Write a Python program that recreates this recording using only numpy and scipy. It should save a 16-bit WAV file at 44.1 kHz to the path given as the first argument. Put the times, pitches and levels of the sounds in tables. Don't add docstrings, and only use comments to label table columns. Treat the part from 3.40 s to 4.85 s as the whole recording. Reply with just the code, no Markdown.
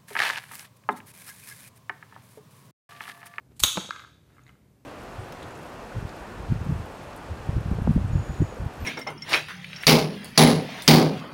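import sys
import numpy as np
from scipy import signal
from scipy.fft import rfft, irfft
from scipy.io import wavfile

SR = 44100
rng = np.random.default_rng(int(sys.argv[2]) if len(sys.argv) > 2 else 0)


def generate_wav(signal):
    frames = np.transpose(np.atleast_2d(signal))
    scaled = np.clip(frames, -1, 1) * 32767
    pcm = np.round(scaled).astype(np.int16)
    wavfile.write(sys.argv[1], SR, pcm)


def how_loud(loudness_db):
    steps = np.asarray(loudness_db, float) / 20
    return 10 ** steps


N = 63945
TIME_S = np.arange(N) / SR


def unit_rms(x):
    return x / np.sqrt(np.mean(x ** 2) + 1e-20)


def at_hz(points, hz):
    f, value = np.transpose(points)
    return np.interp(np.log(hz), np.log(f), value)


def butterworth(x, edges_hz, kind):
    return signal.sosfilt(signal.butter(2, edges_hz, kind, fs=SR, output="sos"), x)


def colour(x, spectrum):
    hz = np.maximum(np.arange(N // 2 + 1) * SR / N, 1)
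    return irfft(rfft(x) * unit_rms(how_loud(at_hz(spectrum, hz))), N)


def ring(drive, hz, t60):
    radius = how_loud(-60 / (t60 * SR))
    w = 2 * np.pi * hz / SR
    return signal.lfilter([0, np.sin(w)], [1, -2 * radius * np.cos(w), radius ** 2], drive + 1e-18)


def strike(hits, modes, spread_db):
    s, db = np.transpose(hits)
    luck = rng.standard_normal((len(s), len(modes)))
    out = 0
    for k, (hz, level_db, t60) in enumerate(modes):
        clicks = np.zeros(N)
        clicks[(s * SR).astype(int)] = how_loud(db + level_db + spread_db * luck[:, k])
        out = out + ring(clicks, hz, t60)
    return out


def single_rings(rows):
    return sum(strike([(s, db)], [(hz, 0, t60)], 0) for s, db, hz, t60 in rows)


def grains(per_s, spread_db):
    sizes = how_loud(spread_db * np.minimum(rng.exponential(1, N), 4))
    signs = rng.choice([-1, 1], N)
    return unit_rms(sizes * signs * (rng.random(N) < per_s / SR))


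def slam():
    # t/s, peak level/dB, burst decay time/s
    slams = [
        (.2360, -5.5, 0.0024),
        (.2422, -13.5, 0.0011),
        (0.2457, -13.5, 0.0028),
        (0.2494, -22.5, 0.00081),
    ]
    # f/Hz, level/dB, T60/s
    jaws = [(957, -22, .005), (1531, -26, 0.0062), (2280, -12.5, 0.079), (3280, -25.5, .025),
            (3560, -9, .028), (3812, -3, 0.015), (3800, -5.5, .018), (4072, -5.5, 0.02), (4482, -9.5, 0.02),
            (5900, -6, 0.0057), (6417, -2.5, 0.02), (6632, -6, .028), (8060, -1.5, 0.001943),
            (12740, 1, .0012)]

    def decay(start_s, length_s):
        elapsed = TIME_S - start_s
        return (elapsed >= 0) * np.exp(-np.clip(elapsed / length_s, 0, 20))

    noise = rng.standard_normal((2, N))
    burst = noise[0] * sum(how_loud(db) * decay(s, length) for s, db, length in slams)
    ringing = sum(how_loud(db - 21) * ring(burst, hz, t60) for hz, db, t60 in jaws)
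    crack = butterworth(noise[1] * decay(slams[0][0], 0.0031), 5100, "high")
    return how_loud(-9) * crack + ringing


def crunch():
    # t/s, level/dB
    snap_level = [
        (.155, -81.5),
        (.166, -61.5),
        (.1940, -72),
        (.1955, -33),
        (.198, -40),
        (.202, -26),
        (.212, -40),
        (.222, -50),
        (.231, -30),
    ]
    # f/Hz, level per Hz/dB
    snap_colour = [(350, -41), (930, -6.5), (1400, -18.5), (2700, -8.5), (4200, -4.5), (5500, -10),
                   (8000, -2), (15500, -11)]
    strands_per_s, spread_db, end_s = 11000, 4, 0.27
    level = how_loud(np.interp(TIME_S, *np.transpose(snap_level), left=-120)) * (TIME_S < end_s)
    return level * colour(grains(strands_per_s, spread_db), snap_colour)


def thud():
    # t/s, peak level/dB
    landings = [
        (.3726, -17.5),
        (.3752, -18),
        (.3785, -20),
        (.383, -26),
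        (.389, -34),
        (.448, -35),
        (.4905, -34.5),
    ]
    # f/Hz, level/dB, T60/s
    mat = [(130, -11, 0.071), (190.4, 0, 0.043), (315.8, -9, 0.04), (560, 1.5, 0.017), (820, -9, 0.013),
           (976, 2.5, 0.0096), (1288, -2, 0.041)]
    return how_loud(-7.5) * butterworth(strike(landings, mat, 3), [120, 1900], "band")


def bounce_and_roll():
    # t/s, peak level/dB
    bounces = [(0.49, -39.5), (0.5071, -16), (0.547, -51), (0.5616, -27), (0.5734, -39.5), (0.585, -39),
               (0.5947, -32.5), (0.6004, -33.5), (0.6197, -33.5), (0.6377, -35), (0.6473, -34.5),
               (0.6745, -45), (0.903, -53), (0.9665, -47), (0.982, -41.5), (0.9921, -40.5), (1.0209, -73),
               (1.0938, -44), (1.102, -48), (1.153, -50.5), (1.1908, -62)]
    # f/Hz, level/dB, T60/s
    tube = [(1324, -2, 0.013), (1600, -3.5, 0.012), (2100, -3.5, 0.023)]
    lag_s, spread_db = 0.0004, 2.0
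    bouncing = how_loud(-2.5) * strike([(s + lag_s, db) for s, db in bounces], tube, spread_db)
    contacts = grains(500, 3.8) * (TIME_S > 0.51) * (TIME_S < 0.54)
    rolling = how_loud(-60) * unit_rms(sum(how_loud(db) * ring(contacts, hz, t60) for hz, db, t60 in tube))
    return butterworth(bouncing + rolling, [1080, 1750], "band")


def edge_ticks():
    # t/s, peak level/dB, bright edge level/dB
    ticks = [
        (0.3732, -20, -60),
        (0.447, -48, -70),
        (.5076, -23, -36.5),
        (0.5616, -35, -75),
        (.5952, -34, -62),
        (0.603, -60, -46),
        (1.036, -75, -57),
        (1.0665, -72, -70),
    ]
    knocks = strike([(s, db) for s, db, _ in ticks], [(2400, 0, 0.0039), (4450, 1, 0.0018)], 0)
    bright = single_rings([(s, db, 9500, 0.001) for s, _, db in ticks])
    return butterworth(knocks, [1500, 5500], "band") + bright


def clinks():
    # t/s, peak level/dB, f/Hz
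    touches = [
        (1.036, -56.5, 6750),
        (1.066, -47.5, 2060),
        (1.066, -54.5, 3830),
        (1.068, -72, 6850),
        (1.079, -48, 2050),
        (1.08, -59, 3900),
        (1.079, -61, 6850),
        (1.092, -45.5, 2100),
        (1.093, -50.5, 2940),
        (1.13, -62, 2100),
    ]
    t60_s = 0.016
    return single_rings([(s, db, hz, t60_s) for s, db, hz in touches])


def room(x):
    # f/Hz, T60/s
    room_t60 = [(150, .15), (500, 0.28), (1500, 0.45), (3700, 0.72), (6500, 0.63), (10000, .46),
                (15000, .3)]
    rise_s = 0.018
    edges_hz = 90 * 2 ** np.arange(0, 8, .5)
    white = rng.standard_normal((2, N))
    tail = 0
    for k, (low, high) in enumerate(zip(edges_hz, edges_hz[1:])):
        t60 = at_hz(room_t60, np.sqrt(low * high))
        tail = tail + butterworth(white[k % 2], [low, high], "band") * how_loud(-60 * TIME_S / t60)
    tail = tail * (1 - np.exp(-(TIME_S / rise_s) ** 2))
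    return signal.fftconvolve(x, tail / np.sqrt(np.sum(tail ** 2)))[:N]


def bench_jolts():
    # t/s, peak level/dB, f/Hz, T60/s
    jolts = [(.117, -49, 432, 0.02), (.2, -44.5, 170, 0.062), (.219, -23.5, 40, 0.13),
             (.2365, -19.5, 75, 0.03), (.237, -19, 800, 0.0039), (.356, -40, 293, 0.072),
             (.357, -35.5, 1190, 0.029), (.395, -34, 352, 0.038), (.42, -45.5, 166, 0.16),
             (.445, -49.5, 432.3, 0.05), (1.128, -46, 138, 0.053)]
    return single_rings(jolts)


def rustle():
    # t/s, level/dB
    motion = [(.08, -108.5), (.12, -66), (.15, -88), (.345, -88), (.40, -48), (.5, -61), (.62, -58),
              (.8, -82), (.9, -70), (.98, -65.5), (1.04, -68.5), (1.09, -62), (1.2, -88)]
    # f/Hz, level per Hz/dB
    cloth_colour = [(150, -20.5), (350, 1.5), (700, -3.5), (1400, -1), (2200, -4), (5000, -15),
                    (15500, -21.5)]
    level = how_loud(np.interp(TIME_S, *np.transpose(motion), left=-120, right=-120))
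    return level * colour(grains(2000, 1.2), cloth_colour)


def air():
    # f/Hz, level per Hz/dB
    air_colour = [(18, -62), (40, -23), (58, -5.5), (123, -4), (284, -13), (900, -28.5), (4000, -39.5),
                  (15500, -42)]
    # f/Hz, bandwidth/Hz, rms level/dB
    motor = [(63.5, 15, -74), (128.5, 4.3, -67)]
    drone = 0
    for hz, width, db in motor:
        resonance = ring(rng.standard_normal(2 * N), hz, 6.6 / width)
        drone = drone + how_loud(db) * unit_rms(resonance[N:])
    return how_loud(-59) * colour(rng.standard_normal(N), air_colour) + drone


def scene():
    tool = slam() + crunch()
    piece = thud() + bounce_and_roll() + edge_ticks() + clinks()
    wet = room(how_loud(-8.5) * tool + how_loud(-12) * piece)
    return (tool + piece + wet + bench_jolts() + rustle() + air())[None]


def top_cut(x):
    return signal.sosfilt(signal.butter(12, 16470, fs=SR, output="sos"), x)


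def record(dry):
    upper_edge = signal.cheby2(12, 45, 15800, fs=SR, output="sos")
    mix = butterworth(signal.sosfilt(upper_edge, dry), 40, "high")
    return top_cut(mix)


dry = scene()
out = record(dry)
generate_wav(out)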